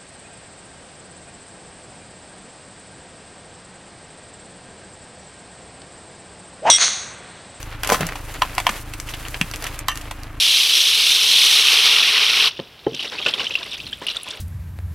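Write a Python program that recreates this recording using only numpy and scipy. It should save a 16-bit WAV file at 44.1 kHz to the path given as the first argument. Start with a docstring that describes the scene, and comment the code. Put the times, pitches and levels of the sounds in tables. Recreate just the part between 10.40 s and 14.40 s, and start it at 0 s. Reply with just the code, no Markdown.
"""Outdoors, close to a basin of water, a hose sprays small fish in a plastic colander.
Droplets hiss on the mesh; the jet churns up bubbles and makes the basin drum, then shuts off.
The nozzle knocks once and is dropped with a thump. A gloved hand swishes through the basin
and takes hold of the colander, which trickles and drips into the water.
Each splash traps a bubble of air that rings with a short, rising note."""
import sys
import numpy as np
from scipy import signal
from scipy.fft import rfft, irfft, next_fast_len
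from scipy.io import wavfile

SR = 44100
rng = np.random.default_rng(int(sys.argv[2]) if len(sys.argv) > 2 else 0)


def int16_out(signal):
    """Quantize to a 16-bit WAV file."""
    q = np.round(np.clip(np.atleast_2d(signal).T, -1, 1) * 32767)
    wavfile.write(sys.argv[1], SR, q.astype(np.int16))


N = 176400  # 4 s
SHUT_S = 2.078  # the valve starts to close
DROPS_PER_S, DROP_SPREAD_DB = 14000, 2.2


def spray():
    """The jet hits mesh, water and basin until the valve shuts; the falling water dies away more slowly."""
    drops = rms_one(impacts(DROPS_PER_S, DROP_SPREAD_DB))
    mesh, water = mesh_hiss(drops), water_churn()
    sputter_db = .8 * drift(45)
    shut_off_db = -771 * since(SHUT_S)
    falling_water = water * from_db(-23 - 82 * since(SHUT_S))
    return (mesh + water + basin_drum(drops)) * from_db(sputter_db + shut_off_db) + falling_water


# How loud the spray is on the mesh and fish: t/s, relative level/dB
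MESH_LOUDNESS = [(0, -28.5), (.12, -28), (.18, -27.5), (.26, -29.5), (.37, -27), (.48, -29.5), (.7, -28.5),
                 (.9, -28.5), (1.02, -26), (1.13, -26.5), (1.3, -29.5), (1.5, -30.5), (1.8, -35.5),
                 (2.05, -35)]
# Its tone, from bass to treble: f/Hz, relative level/dB
MESH_TONE = [(100, -67), (250, -24.5), (430, -17), (650, -23.5), (1300, -20.5), (2000, -11.5), (2600, -5),
             (3200, 1.5), (4050, 0), (4600, -7), (5600, -6), (6700, -13.5), (10500, -11), (13000, -16.5),
             (15800, -29)]


def mesh_hiss(drops):
    """Droplets strike the mesh and the fish, and tiny bubbles fizz."""
    fizz = bubbles(3500, 2200, 6500, cycles=60, spread_db=2.4)
    return from_db(13.5) * level(MESH_LOUDNESS) * with_tone(drops + .7 * fizz, MESH_TONE)


# How loud the jet is on the water: t/s, relative level/dB
CHURN_LOUDNESS = [(0, -42.5), (.5, -41), (.9, -39.5), (1.15, -35.5), (1.36, -30), (1.41, -33.5),
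                  (1.46, -29.5), (1.58, -31), (1.7, -32.5), (1.8, -30.5), (1.86, -32), (2.05, -31.5)]
# Tone of the churning: f/Hz, relative level/dB
CHURN_TONE = [(100, -30.5), (250, -22), (430, -13), (720, -18), (1000, -11), (1300, -8.5), (1650, -12.5),
              (2050, -7.5), (2300, -2.5), (2800, 3), (4000, -2.5), (4700, -5), (5700, -1.5), (6700, -31),
              (11000, -83), (16000, -41)]


def water_churn():
    """The jet digs into the water and whips up bigger, lower bubbles."""
    drops = rms_one(impacts(DROPS_PER_S, DROP_SPREAD_DB))
    swarm = bubbles(1600, 700, 4500, cycles=40, spread_db=3.0)
    return from_db(14.5) * level(CHURN_LOUDNESS) * with_tone(drops + .65 * swarm, CHURN_TONE)


# The basin's own notes: f/Hz, level/dB, time to fade by 60 dB/s
BASIN_NOTES = [(251, -61.5, 0.16), (429.2, -44.5, 0.095), (1097, -57, 0.12), (1428, -48.5, 0.13)]


def basin_drum(drops):
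    """Droplets set the basin ringing, a little louder as the churning grows."""
    ringing = sum(from_db(db) * rms_one(ring(drops, hz, fade_s)) for hz, db, fade_s in BASIN_NOTES)
    return ringing * rms_one(level(CHURN_LOUDNESS)) ** .26


# Knocks of nozzle and colander: t/s, relative level/dB, treble cut-off f/Hz
KNOCK_HITS = [(2.1922, -16, 2540), (2.1975, -12.5, 550), (2.4655, -12.5, 1210), (2.468, -0.5, 700),
              (2.4703, -6, 545), (2.521, -15, 248), (2.541, -18, 444), (3.619, -21, 1300)]
# The notes they ring: f/Hz, relative level/dB, time to fade by 60 dB/s
KNOCK_NOTES = [(124, -26.5, 0.22), (199, -19, .06), (241, -18.5, 0.124), (438, 0, 0.013),
               (452, -17.5, 0.13), (539, -16.5, 0.053), (700, -24, 0.068), (810, -17, 0.038),
               (1048, -25, 0.085), (1306, -27.5, 0.1), (1820, -9, 0.012), (3100, -5.5, 0.04)]


def knocks():
    """The nozzle knocks, then lands with a thump; the softer the contact, the less treble."""
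    taps = np.zeros(N)
    for s, db, contact_hz in KNOCK_HITS:
        click = np.zeros(N) + 1e-18
        click[int(s * SR)] = from_db(db)
        taps += signal.sosfilt(signal.butter(2, contact_hz, fs=SR, output="sos"), click)
    bass_cut = signal.butter(2, 113, "high", fs=SR, output="sos")
    taps = signal.sosfilt(bass_cut, taps + 1e-12 * rng.standard_normal(N))
    return sum(from_db(db) * ring(taps, hz, fade_s) * (-1) ** k
               for k, (hz, db, fade_s) in enumerate(KNOCK_NOTES))


# Splashes: t/s, bubble level/dB, bubble f/Hz, spatter level/dB, spatter length/s
SPLASH_HITS = [(2.543, -27, 2960, -27, 0.0054), (2.593, -17, 2900, -28.5, 0.021),
               (2.626, -28, 3040, -26, 0.0082), (2.651, -27, 2780, -31, 0.012),
               (2.7846, -17.5, 2450, -29, 0.013), (2.824, -17.5, 3010, -29, 0.008),
               (2.849, -32, 3100, -27, 0.0056), (2.8604, -19, 1400, -34, .004),
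               (2.862, -7, 2550, -20.5, 0.0049), (2.882, -17, 2900, -21, 0.012),
               (2.9377, -8, 3150, -19.5, 0.0049), (2.985, -20, 3390, -40, .006),
               (2.995, -15, 2770, -24, 0.022), (3.048, -22, 3390, -29, 0.014),
               (3.0675, -12.5, 2850, -32, 0.0055), (3.107, -17.5, 2600, -30, 0.018),
               (3.1384, -18, 3130, -26.5, 0.0058), (3.153, -7, 2720, -21, 0.0032),
               (3.2284, -22, 3610, -26.5, 0.0059), (3.314, -23, 3570, -32, 0.0062),
               (3.331, -30, 3300, -29.5, 0.02), (3.3918, -29, 2410, -41, .004),
               (3.4, -29, 2600, -32.5, .006), (3.4665, -22, 4030, -30.5, 0.0077),
               (3.525, -32, 1580, -35, .004), (3.5295, -15.5, 3100, -35, 0.0056),
               (3.6154, -29.5, 896, -54, .01), (3.6666, -15, 2660, -24.5, 0.0076),
               (3.684, -12.5, 2950, -25, 0.0066), (3.699, -20, 3800, -26, 0.016),
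               (3.7677, -13.5, 3500, -40, .008), (3.866, -34, 945, -44, .008),
               (3.8745, -26, 3260, -36, .01), (3.9064, -20, 3500, -36, 0.0073)]
# Tone of the spatter: f/Hz, relative level/dB
SPATTER_TONE = [(300, -14.5), (1000, -11), (1800, -14), (2700, 5.5), (3600, 2.5), (4600, -6), (5600, -7),
                (6600, -23.5), (10000, -26.5), (15800, -37)]


def splashes():
    """Each splash spatters droplets and traps a bubble that swells, rings and rises in pitch."""
    length_s, swell_s, fade_cycles, rise_per_s = .12, .00067, 12, 11.4
    plinks, spatter = np.zeros(N), np.zeros(N)
    wobble = .04 * drift(400)  # share of the pitch
    for s, db, hz, spatter_db, spatter_s in SPLASH_HITS:
        span = np.arange(int(s * SR), min(int((s + length_s) * SR), N))
        t = (span - span[0]) / SR
        pitch_hz = hz * (1 + rise_per_s * np.minimum(t, .02) + wobble[span])
        shape = (1 - np.exp(-(t / swell_s) ** 2)) * np.exp(-t * hz / fade_cycles)
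        plinks[span] += from_db(db) * shape / shape.max() * np.sin(2 * np.pi * np.cumsum(pitch_hz) / SR)
        spatter += from_db(spatter_db) * burst(s, spatter_s, rise_s=.0016, fall_s=.0051)
    return plinks + spatter * with_tone(impacts(DROPS_PER_S, DROP_SPREAD_DB), SPATTER_TONE)


# Strokes of the hand through the water: t/s, length/s, level/dB
HAND_STROKES = [(2.639, 0.017, -33), (2.714, 0.04, -33.5), (2.787, 0.022, -35.5), (2.857, 0.013, -22.5),
                (2.884, .02, -38), (2.933, 0.029, -35), (2.978, 0.061, -31), (3.095, 0.019, -37),
                (3.169, 0.057, -37.5), (3.259, 0.013, -38.5), (3.618, 0.023, -35), (3.746, 0.028, -36.5),
                (3.856, 0.053, -38.5), (3.926, 0.098, -44.5)]
# Tone of the sloshing: f/Hz, relative level/dB
SLOSH_TONE = [(60, -8), (200, 0), (480, 1.5), (750, -3), (1400, -3), (2200, -3), (4000, 0.5), (12000, -30)]


def sloshes():
    """Each stroke of the hand stirs up droplets and a short swarm of large bubbles."""
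    swarm = bubbles(1500, 390.5, 2320, cycles=29, spread_db=5.0)
    drops = rms_one(impacts(4000, spread_db=3.0))
    strokes = sum(from_db(db) * burst(s, length_s, rise_s=.0018, fall_s=.018)
                  for s, length_s, db in HAND_STROKES)
    return with_tone(swarm + 1.64 * drops, SLOSH_TONE) * strokes


# How loud the water runs off the colander: t/s, level/dB
TRICKLE_LOUDNESS = [(2.08, -39), (2.17, -39), (2.3, -56), (2.45, -48.5), (2.53, -39.5), (2.6, -31.5),
                    (2.7, -33), (2.85, -32.5), (3.02, -30.5), (3.2, -38), (3.34, -35.5), (3.44, -39.5),
                    (3.6, -46.5), (3.7, -31), (3.81, -43), (3.9, -35), (4, -41.5)]
# Tone of the trickle: f/Hz, relative level/dB
TRICKLE_TONE = [(300, 3), (1000, -17.5), (1900, -12), (2300, -7), (2700, 1), (3600, 0.5), (4600, -8.5),
                (5600, -9), (6600, -23.5), (10000, -15.5), (15800, -36)]


def trickle():
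    """Once the hose is off, water runs from the colander and makes clumps of small bubbles."""
    swarm = bubbles(1400, 970, 6600, cycles=30, spread_db=3.0)
    wash = .55 * rng.standard_normal(N)
    flow = level(TRICKLE_LOUDNESS) * from_db(1.5 * drift(45)) * (since(SHUT_S) > 0)
    return flow * with_tone(swarm + wash, TRICKLE_TONE)


# Single drops landing: t/s, relative level/dB, f/Hz
DROP_TICKS = [(2.199, -19.5, 3700), (2.392, -32, 3760), (2.547, -20.5, 5770), (2.883, -22, 7840),
              (3.094, -25, 6100), (3.667, -21, 10000), (3.7597, -18, 5000), (3.767, -25, 8300),
              (3.8324, -22, 10100), (3.887, -28, 7650), (3.904, -29, 9500), (3.91, -19, 5170)]


def ticks():
    """Drops snap on plastic and water with a very short, bright ring."""
    noise, out, fade_s = rng.standard_normal(N), np.zeros(N), .0011
    for s, db, hz in DROP_TICKS:
        snap = rms_one(ring(ring(noise, hz, fade_s), hz, fade_s))
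        out += from_db(db) * snap * burst(s, 0, rise_s=.00064, fall_s=.0017)
    return out


# Tone of the finest drops: f/Hz, relative level/dB
PATTER_TONE = [(2000, -7), (5000, -19), (8000, -3), (10500, -8), (12500, -6), (15800, -31)]


def patter():
    """From the first splash on, tiny drops make faint, very high bubbles."""
    tiny = bubbles(440, 6300, 12100, cycles=20, spread_db=4.2)
    return from_db(-54.5) * with_tone(tiny, PATTER_TONE) * (since(SPLASH_HITS[0][0]) > 0)


# One bump of handling: t/s, length/s, level/dB
HANDLING_BUMP = (3.38, 0.095, -43)
# Its dull tone: f/Hz, relative level/dB
BUMP_TONE = [(25, -17), (50, -1.5), (150, -6.5), (300, -10.5), (1000, -39)]


def bump():
    """Handling makes one soft, low bump."""
    s, length_s, db = HANDLING_BUMP
    rumble = with_tone(rng.standard_normal(N), BUMP_TONE)
    return from_db(db) * burst(s, length_s, rise_s=.0072, fall_s=.1) * rumble


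def echoes(x, fade_s=.2):
    """Sound bounces briefly off the basin and the ground."""
    t = np.arange(SR // 2) / SR
    tail = rng.standard_normal(len(t)) * np.exp(-np.log(1000) * t / fade_s) * (t > .003)
    return from_db(-17) * signal.fftconvolve(x, tail / np.linalg.norm(tail))[:N]


# Tone of the background: f/Hz, relative level/dB
AIR_TONE = [(15, -41), (25, -37), (43, -8), (96, -7.5), (281, -17), (445, -12.5), (1850, -19),
            (3340, -14.5), (5580, -25), (6730, -34), (15500, -35)]


def air():
    """Steady outdoor air, with the faint fizz of foam in the basin."""
    return from_db(-47) * with_tone(rng.standard_normal(N), AIR_TONE)


def from_db(db):
    """Turn decibels into a number to multiply by."""
    return 10 ** (np.asarray(db) / 20)


def rms_one(x):
    """Scale a signal to an average strength (rms) of 1."""
    return x / np.sqrt(np.mean(x ** 2) + 1e-20)


def since(s):
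    """Seconds since a moment, zero before it."""
    return np.maximum(np.arange(N) / SR - s, 0)


def level(rows):
    """A volume curve through rows of t/s, level/dB."""
    return from_db(np.interp(since(0), *np.transpose(rows)))


def drift(hz):
    """A smooth random wander of about 1 either way; higher hz wanders faster."""
    r = np.exp(-80 * np.pi * hz / SR)  # one step every 40 samples
    slow = signal.lfilter([1], [1, -2 * r, r * r], rng.standard_normal(N // 40 + 2002))[2000:]
    return np.interp(np.arange(N) / 40, np.arange(len(slow)), rms_one(slow))


def with_tone(x, tone):
    """Shape bass and treble along rows of f/Hz, level/dB; the result has strength 1."""
    size = next_fast_len(N + SR // 2) // 2 * 2
    hz, db = np.transpose(tone)
    log_hz = np.log(np.maximum(np.arange(size // 2 + 1) * SR / size, 1))
    bass_cut_db = 10 * np.minimum(log_hz - np.log(hz[0]), 0)
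    gain = from_db(np.interp(log_hz, np.log(hz), db) + bass_cut_db)
    # A minimum-phase filter: nothing rings before the click that starts it.
    cepstrum = irfft(np.log(gain))
    response = np.exp(rfft(2 * cepstrum[:size // 2], size))
    return rms_one(irfft(rfft(x, size) * response)[:N])


def impacts(per_s, spread_db):
    """Random droplet clicks, many small and a few large."""
    sizes = from_db(spread_db * np.minimum(rng.exponential(1, N), 4)) * rng.choice([-1, 1], N)
    return sizes * (rng.random(N) < per_s / SR)


def ring(clicks, hz, fade_s):
    """Each click starts a pure note that falls by 60 dB in fade_s."""
    r, w = from_db(-60 / (fade_s * SR)), 2 * np.pi * hz / SR
    return signal.lfilter([0, np.sin(w)], [1, -2 * r * np.cos(w), r * r], clicks + 1e-18)


def bubbles(per_s, low_hz, high_hz, cycles, spread_db, pitches=32):
    """A swarm of bubbles that each swell quickly and ring for about `cycles` vibrations."""
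    clicks, pitch_choice = impacts(per_s, spread_db), rng.integers(0, pitches, N)
    swarm = np.zeros(N)
    for k, hz in enumerate(np.geomspace(low_hz, high_hz, pitches)):
        notes = ring(clicks * (pitch_choice == k), hz, cycles / hz)
        swarm += hz ** 2 * ring(notes, hz, 6 / hz)  # soften each start; even out low and high
    return rms_one(swarm)


def burst(s, length_s, rise_s, fall_s):
    """A volume curve that rises at time s, holds, then dies away."""
    out, start = np.zeros(N), int(s * SR)
    t = np.arange(min(N - start, int((length_s + 10 * fall_s) * SR))) / SR
    out[start:start + len(t)] = (1 - np.exp(-t / rise_s)) * np.exp(-np.maximum(t - length_s, 0) / fall_s)
    return out


def scene():
    """All the sounds together, the same on the left and right."""
    hits = sloshes() + splashes() + ticks() + knocks()
    mono = spray() + trickle() + patter() + hits + echoes(hits) + bump() + air()
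    return np.array([mono, mono])


def record(dry):
    """Peaks stop at full scale and the highest treble is cut."""
    treble_cut = signal.ellip(12, .1, 80, 15800, fs=SR, output="sos")
    return signal.sosfilt(treble_cut, np.clip(dry, -1, 1))


dry = scene()
out = record(dry)
int16_out(out)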